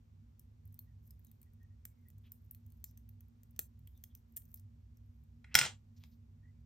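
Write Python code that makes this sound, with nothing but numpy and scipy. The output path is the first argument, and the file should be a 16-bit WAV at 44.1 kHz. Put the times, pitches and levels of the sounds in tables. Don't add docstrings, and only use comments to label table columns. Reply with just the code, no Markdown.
import sys
import numpy as np
from scipy import signal
from scipy.fft import rfft, irfft
from scipy.io import wavfile
from scipy.ndimage import uniform_filter1d

SR = 44100
rng = np.random.default_rng(int(sys.argv[2]) if len(sys.argv) > 2 else 0)


def boost(x):
    u = np.asarray(x, float) / 20
    return 10 ** u


def dump_mix(stems):
    frames = np.atleast_2d(stems).T
    limited = np.clip(frames, -1, 1)
    pcm = np.round(limited * 32767).astype(np.int16)
    wavfile.write(sys.argv[1], SR, pcm)


N = 293265

# frequency in Hz, onset level in dB before tilt, t60 in seconds.
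TIPS = [(295, -3, .012), (488, -8, 0.0063), (845, -7, .008), (1400, -1, 0.0063), (1850, -15, 0.014),
        (2520, -13.5, 0.013), (3320, -6.5, 0.0063), (4300, -6.5, 0.0055), (5335, -11, 0.015),
        (6330, 2, 0.0043), (7450, -0.5, 0.008), (8640, 12.5, 0.0028), (10500, -19, 0.0061),
        (10700, -3.5, 0.0073), (11570, -4.5, 0.0036), (12340, -4, .005), (13330, 4, 0.0054),
        (14400, -11, 0.0042), (15500, -11.5, 0.0033)]
# frequency in Hz, onset level in dB before tilt, t60 in seconds.
BODY = [(69.8, -3.5, 0.067), (116, -9.5, 0.034), (293.8, -8.5, 0.012), (500, -8.5, 0.009), (800, -6, 0.016),
        (1450, -9.5, 0.03), (1920, -9.5, 0.0061), (2100, -4.5, 0.015), (2420, -9.5, 0.016),
        (2720, -10.5, .015), (3300, -9, 0.016), (4020, -3.5, .01), (5200, 2.5, 0.0077), (5800, -4, .01),
        (6840, -5, 0.013), (7470, -18, 0.17), (8340, 8, .006), (10000, -6.5, 0.0034), (10940, -15.5, 0.13),
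        (12480, 2, .004), (14100, -1.5, .004), (14760, -8.5, 0.05)]


def evened(x):
    return x / np.sqrt(np.mean(x ** 2) + 1e-30)


def read(points, hz):
    f, value = np.transpose(points)
    return np.interp(np.log(hz + 1), np.log(f + 1), value)


def add(mix, start_s, sound):
    part = mix[round(start_s * SR):][:len(sound)]
    part += sound[:len(part)]


def shaped(x, response):
    size = x.shape[-1]
    return irfft(rfft(x) * response(np.fft.rfftfreq(size, 1 / SR)), size)


def lean(x, points):
    return shaped(x, lambda hz: boost(read(points, hz) * np.array([[.5], [-.5]])))


def modes(table, hz, spread_db=0):
    f, db, t60 = np.transpose(table)[:, :, None]
    pole = 1j * (hz - f) + np.log(1000) / (2 * np.pi * t60)
    return (boost(db + spread_db) / pole).sum(0)


def fuzzy(hz, width_hz):
    r = np.exp(-np.pi * width_hz / SR)
    slow = rng.standard_normal(len(hz)) + 1j * rng.standard_normal(len(hz))
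    slow = signal.lfilter([1], np.convolve([1, -r], [1, -r]), slow)
    carrier = np.exp(2j * np.pi * np.cumsum(hz) / SR)
    return evened((slow * carrier).real)


def grit(per_s, spread_db):
    size = boost(spread_db * np.minimum(rng.exponential(1, N), 4)) * rng.choice([-1, 1], N)
    return size * (rng.random(N) < per_s / SR)


def blow(mix, s, peak_db, chatter_ms, body, tilt, crack_db, vary_db):
    chance = rng.standard_normal(8192)
    spread_db = vary_db * rng.standard_normal((len(body), 1))
    t = np.arange(8192) / SR
    press = np.exp(-(1000 * t / max(chatter_ms, .3)) ** 2)
    spectrum = rfft(chance * press)
    contacts = press * irfft(spectrum / abs(spectrum))
    ring = shaped(contacts, lambda hz: boost(read(tilt, hz)) * (modes(body, hz, spread_db) + boost(crack_db)))
    loudest = np.sqrt(2 * uniform_filter1d(ring ** 2, 60).max())
    add(mix, s - .0005, boost(peak_db) * ring[:6000] / loudest)


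def ticks():
    # moment in seconds, peak in dB, 6 kHz and 2.8 kHz in dB re the top ring, favoured ring in Hz.
    slips = [(0.3949, -49.5, -13.5, -28, 5500), (0.6549, -56.5, -29, -31, 1940),
             (0.676, -58, -25, -27, 2040), (0.726, -58, -24, -33, 6400), (0.7436, -48.5, -15, -27, 4040),
             (0.791, -38, -22.5, -21, 4300), (1.1075, -49.5, -15, -26, 5110), (1.1947, -58, -42, -19, 1710),
             (1.248, -53.5, -19, -26, 4240), (1.269, -59, -8, -20, 6600), (1.315, -53, -16, -17.5, 3620),
             (1.416, -54, -17, -15, 1690), (1.43, -54.5, -14, -17.5, 2330), (1.5356, -64, -14, -20, 1720),
             (1.6313, -64, -7, -26, 1880), (1.8535, -36, -15.5, -10.5, 7560), (2.085, -53, -30, -20, 2040),
             (2.1026, -55, -15, -7.5, 7340), (2.1834, -59.5, -8, -28, 8000),
             (2.3199, -38.5, -20, -20, 5360), (2.511, -38, -44, -52, 7800), (2.5483, -46, -16, -13.5, 4300),
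             (2.664, -57, -18, -21, 6760), (2.7028, -60, -13, -20, 4340), (2.7215, -58.5, -15, -12, 4400),
             (2.8416, -34, -9.5, -16.5, 7300), (2.9114, -58.5, -13, -10, 5870),
             (2.9748, -49, -6.5, -11.5, 6200), (3.091, -50.5, -19.5, -11.5, 6000),
             (3.2073, -50.5, -20.5, -12, 6300), (3.284, -66, -16, -13, 2360),
             (3.4334, -55, -12.5, -9.5, 7400), (3.51, -59.5, -27, -28, 7630), (3.5633, -55, -7, -5, 5900),
             (3.5921, -23, -12.5, -10.5, 7570), (3.5965, -32, -36, -14, 7900), (3.7923, -62, -16, -7, 3350),
             (3.874, -47.5, -17.5, -7.5, 3240), (3.976, -59.5, -16, -15, 6040),
             (4.039, -40, -9, -13.5, 3270), (4.1508, -44.5, -9.5, -10.5, 6100), (4.174, -64, -4, -22, 5800),
             (4.323, -63, -22, -28, 1800), (4.364, -40, -21, -19, 6170), (4.368, -31, -14.5, -18, 7500),
             (4.373, -33.5, -17, -17.5, 1850), (4.3779, -40, -14, -13.5, 7200),
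             (4.4202, -58.5, -11, -1, 6300), (4.4544, -56.5, -18, -20, 6190), (4.5295, -60, -40, -39, 2220),
             (4.5426, -35.5, -25, -28, 6350), (4.559, -51, -15, -26, 6130), (4.5745, -53, -16, -13, 5800),
             (4.5967, -55.5, -7, -23, 7530), (4.9713, -63.5, 6, -39, 5420), (5.238, -67.5, -25, -22, 1700)]
    out = np.zeros(N)
    for s, peak_db, mid_db, low_db, ping_hz in slips:
        knock_db = low_db - 23.0 + 1.46 * (peak_db + 42)
        tilt = [(120, knock_db - 20), (450, knock_db), (1150, low_db - 24.5), (1900, low_db - 1.5),
                (2800, low_db), (6000, mid_db), (10000, -5.5), (13000, 1.0)]
        chatter_ms = 2.9 if peak_db > -30 else 3.97
        blow(out, s, peak_db, chatter_ms, TIPS + [(ping_hz, -1, .018)], tilt, crack_db=-59.5, vary_db=4.0)
    return out


def scrape():
    # firmest moment in seconds, nominal level in dB, build-up in seconds, let-go in seconds.
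    drags = [(0.8, -88, .2, 0.28), (1.07, -74, 0.12, .1), (1.26, -81, 0.13, .35), (2.08, -86, 0.25, .15),
             (2.26, -80, .1, .15), (2.45, -78, .08, .08), (2.78, -83, 0.32, .3), (3.68, -89, .2, .15),
             (4.02, -77.5, .3, 0.17), (4.3, -85, 0.065, .08), (4.5, -73.5, .2, .14), (5.12, -95, 0.23, .2)]
    # frequency in Hz, density in dB per Hz.
    scrape_tone = [(1500, -51), (3500, -28.5), (6000, -17), (9000, -14), (12000, -2.5), (13800, 0),
                   (15500, -8.5)]
    rest_db = -101

    def tone(hz):
        return boost(read(scrape_tone, hz))

    catches = evened(shaped(grit(2500, 2.6), tone))
    snags = evened(shaped(grit(25, 3.0), lambda hz: tone(hz) * modes(TIPS, hz)))
    clumps = evened(uniform_filter1d(rng.standard_normal(N), 500))
    t = np.arange(N) / SR
    presses_db = [np.interp(t, [s - rise_s, s, s + fall_s], [rest_db, db, rest_db])
                  for s, db, rise_s, fall_s in drags]
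    press_db = np.max(presses_db, axis=0)
    return (catches * boost(4.5 * clumps - 2.5) + boost(-6.0) * snags) * boost(press_db)


def drop():
    # moment in seconds, peak in dB, treble and 5 kHz in dB re body, chatter in ms.
    bounces = [(5.4435, -50, -53.5, -24.5, 7), (5.544, -25.5, -17, -7, 2.3),
               (5.5527, -7.5, -12.5, -10.5, 2.76), (5.5891, -14, -19, -4, 3.5),
               (5.6132, -20, -28, -12.5, 4.05), (5.6312, -25.5, -25, -23, 2.5),
               (5.6428, -38.5, -20, -15, 2.6), (5.6534, -31, -40, -11.5, 3)]
    thump_db = -29.5
    out = np.zeros(N)
    for s, peak_db, treble_db, mid_db, chatter_ms in bounces:
        tilt = [(30, thump_db - 6.0), (150, thump_db), (400, -27), (950, -17), (1450, -6.5), (2000, -3.5),
                (5200, mid_db), (8500, mid_db - 1.5), (10200, treble_db - 4.5), (13000, treble_db)]
        blow(out, s, peak_db, chatter_ms, BODY, tilt, crack_db=-58.5, vary_db=2.0)
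    return out


def rattle():
    # frequency in Hz, tilt in dB.
    rattle_tone = [(60, -25), (120, -4), (300, -17), (900, -11), (1450, -6.5), (2100, -10), (3100, -3.5),
                   (5200, -14.5), (7500, -9), (11000, -35), (14000, -35.5), (16000, -45.5)]
    start_s, attack_s, hold_s = 5.556, .007, .105
    level_db, fade_db_per_s = -38, 420
    chatter = shaped(grit(2000, 1.5), lambda hz: boost(read(rattle_tone, hz)) * (modes(BODY, hz) + boost(-37.5)))
    t = np.arange(N) / SR - start_s
    fade_db = fade_db_per_s * np.maximum(t - hold_s, 0)
    return evened(chatter) * np.clip(t / attack_s, 0, 1) * boost(level_db - fade_db)


def glove_tap():
    damped = [(hz, db, min(t60_s, .008)) for hz, db, t60_s in BODY]
    tilt = [(150, -38), (950, -8.5), (2000, -0.5), (5200, -7), (8500, -16), (13000, -15)]
    out = np.zeros(N)
    blow(out, 6.0383, -48, 2, damped, tilt, crack_db=-32.0, vary_db=0.0)
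    return out


def band_sound(out, start_s, length_s, first_hz, last_hz, width_hz, db):
    hz = np.linspace(first_hz, last_hz, round(length_s * SR))
    add(out, start_s, boost(db) * fuzzy(hz, width_hz) * signal.windows.tukey(len(hz), .6))


def squeaks():
    # start in seconds, length in seconds, first and last frequency in Hz, level in dB before fades.
    whistles = [(0.846, 0.1, 1954, 1830, -88), (1.457, 0.041, 1970, 1920, -85.5),
                (1.592, 0.07, 1860, 1860, -76), (1.69, 0.065, 1870, 1870, -89),
                (1.777, 0.31, 2410, 1995, -93), (2.039, 0.079, 1900, 2040, -83.5),
                (6.419, 0.1, 1818, 2021, -77.5), (6.542, 0.098, 2270, 2290, -96)]
    out = np.zeros(N)
    for s, length_s, first_hz, last_hz, db in whistles:
        width_hz = 30 + .055 * abs(last_hz - first_hz) / length_s
        band_sound(out, s, length_s, first_hz, last_hz, width_hz, db)
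    return out


def rubs_and_rings():
    # start in seconds, length in seconds, centre in Hz, width in Hz, level in dB before fades.
    bands = [(1.245, 0.066, 3900, 600, -89), (2.231, 0.063, 3010, 1780, -74.5),
             (2.848, 0.069, 5630, 1400, -77.5), (3.937, 0.059, 3630, 450, -85),
             (4.092, 0.042, 3320, 350, -84.5), (4.551, 0.055, 5350, 1500, -81),
             (5.449, 0.083, 2100, 800, -73.5), (5.505, 0.06, 2299, 1300, -63),
             (5.921, 0.28, 13400, 2500, -81.5), (5.959, 0.034, 5200, 3495, -75),
             (5.991, 0.076, 3506, 3500, -77.5), (6.106, 0.047, 4800, 2698, -81.5)]
    out = np.zeros(N)
    for s, length_s, hz, width_hz, db in bands:
        band_sound(out, s, length_s, hz, hz, width_hz, db)
    return out


def reflections(x, shared):
    # frequency in Hz, t60 in seconds.
    decay = [(300, 0.2), (2000, .17), (8000, .2), (16000, 0.19)]
    heard_s, fade_s, late_db = 0.08, .014, -21.5
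    taps = np.zeros((3, 14000))
    at = np.arange(100, 13900, 12) + rng.integers(0, 12, (3, 1150))
    np.put_along_axis(taps, at, rng.choice([-1., 1.], at.shape), 1)
    taps = taps[:2] + shared * taps[2]
    hz, t, z = signal.stft(taps, SR, nperseg=128)
    tail = signal.istft(z * boost(-60 * t / read(decay, hz)[:, None]), SR, nperseg=128)[1]
    early = 1 / (1 + np.exp((np.arange(tail.shape[1]) / SR - heard_s) * 4 / fade_s))
    tail = tail * (early + boost(late_db))
    tail = tail / np.linalg.norm(tail, axis=1, keepdims=True)
    return signal.fftconvolve(x[None], tail, axes=1)[:, :N]


def room_tone():
    # frequency in Hz, relative density in dB per Hz.
    rumble_tone = [(13, -62), (22, -33.5), (32, -26), (40, -15), (49, -8.5), (102, 1), (125, -18),
                   (155, -13), (199, -33), (214, -12), (236, -11), (262, -27.5), (294, -31), (700, -48),
                   (910, -71), (1540, -120)]
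    # frequency in Hz, relative density in dB per Hz.
    hiss_tone = [(200, -10.5), (450, -1), (900, -4.5), (1600, -11.5), (3000, -15), (5500, -17.5),
                 (8000, -19.5), (11000, -21.5), (13500, -20.5), (15000, -27.5), (16800, -32)]
    # frequency in Hz, width in Hz, level in dB.
    hum_lines = [(64, 1.8, -64.5), (99.3, 7, -62.5), (146, 5.7, -74), (235.8, 0.15, -74), (244, 0.8, -84)]
    # frequency in Hz, left-right likeness from -1 to 1.
    likeness = [(60, 1), (130, 0.98), (200, .9), (290, 0.59), (640, -0.77), (1400, -.3), (2100, 0.14),
                (3100, 0.12), (4800, 0.06), (6000, .93), (7500, 0.018), (9500, 1), (12000, 0.92),
                (15000, 0.73)]
    # frequency in Hz, left minus right in dB.
    room_lean = [(40, -1.3), (110, -1.5), (200, -4), (400, 0.5), (16000, -0.5)]

    def same(hz):
        return np.clip(read(likeness, hz), -1, 1)

    rumble = evened(shaped(rng.standard_normal((2, N)), lambda hz: boost(read(rumble_tone, hz))))
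    hiss = evened(shaped(rng.standard_normal((2, N)), lambda hz: boost(read(hiss_tone, hz))))
    left, other = boost(-59) * rumble + boost(-81) * hiss
    for hz, width_hz, db in hum_lines:
        left = left + boost(db) * fuzzy(np.full(N, float(hz)), width_hz)
    right = shaped(left, same) + shaped(other, lambda hz: np.sqrt(1 - same(hz) ** 2))
    return lean(np.array([left, right]), room_lean)


def scene():
    # frequency in Hz, left minus right in dB.
    bench_lean = [(60, 0), (150, -2.5), (380, -3.5), (950, -1), (2380, 1.5), (5980, -1.5), (15000, 1.5)]
    near = ticks() + scrape() + squeaks() + rubs_and_rings()
    side = drop() + rattle() + glove_tap()
    bench = lean(side + boost(-7) * reflections(side, shared=0.7), bench_lean)
    return near + boost(-12.5) * reflections(near, shared=1.2) + bench + room_tone()


def low_pass(x):
    return signal.sosfilt(signal.butter(12, 16800, fs=SR, output="sos"), x)


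def record(dry):
    # frequency in Hz, left phase lead in radians.
    port_lead = [(500, -.1), (3500, .6), (5500, .1), (7200, 1.6), (9100, 3), (10500, 3.2), (14800, 6.1),
                 (16400, 6.4)]
    # frequency in Hz, gain in dB.
    mic_top = [(13500, -1), (15000, -3.5), (16000, -9), (16700, -34), (17200, -79)]

    def response(hz):
        turn = np.exp(1j * read(port_lead, hz) * np.array([[.5], [-.5]]))
        return turn * boost(read(mic_top, hz))

    ports = shaped(dry, response)
    return low_pass(ports)


dry = scene()
out = record(dry)
dump_mix(out)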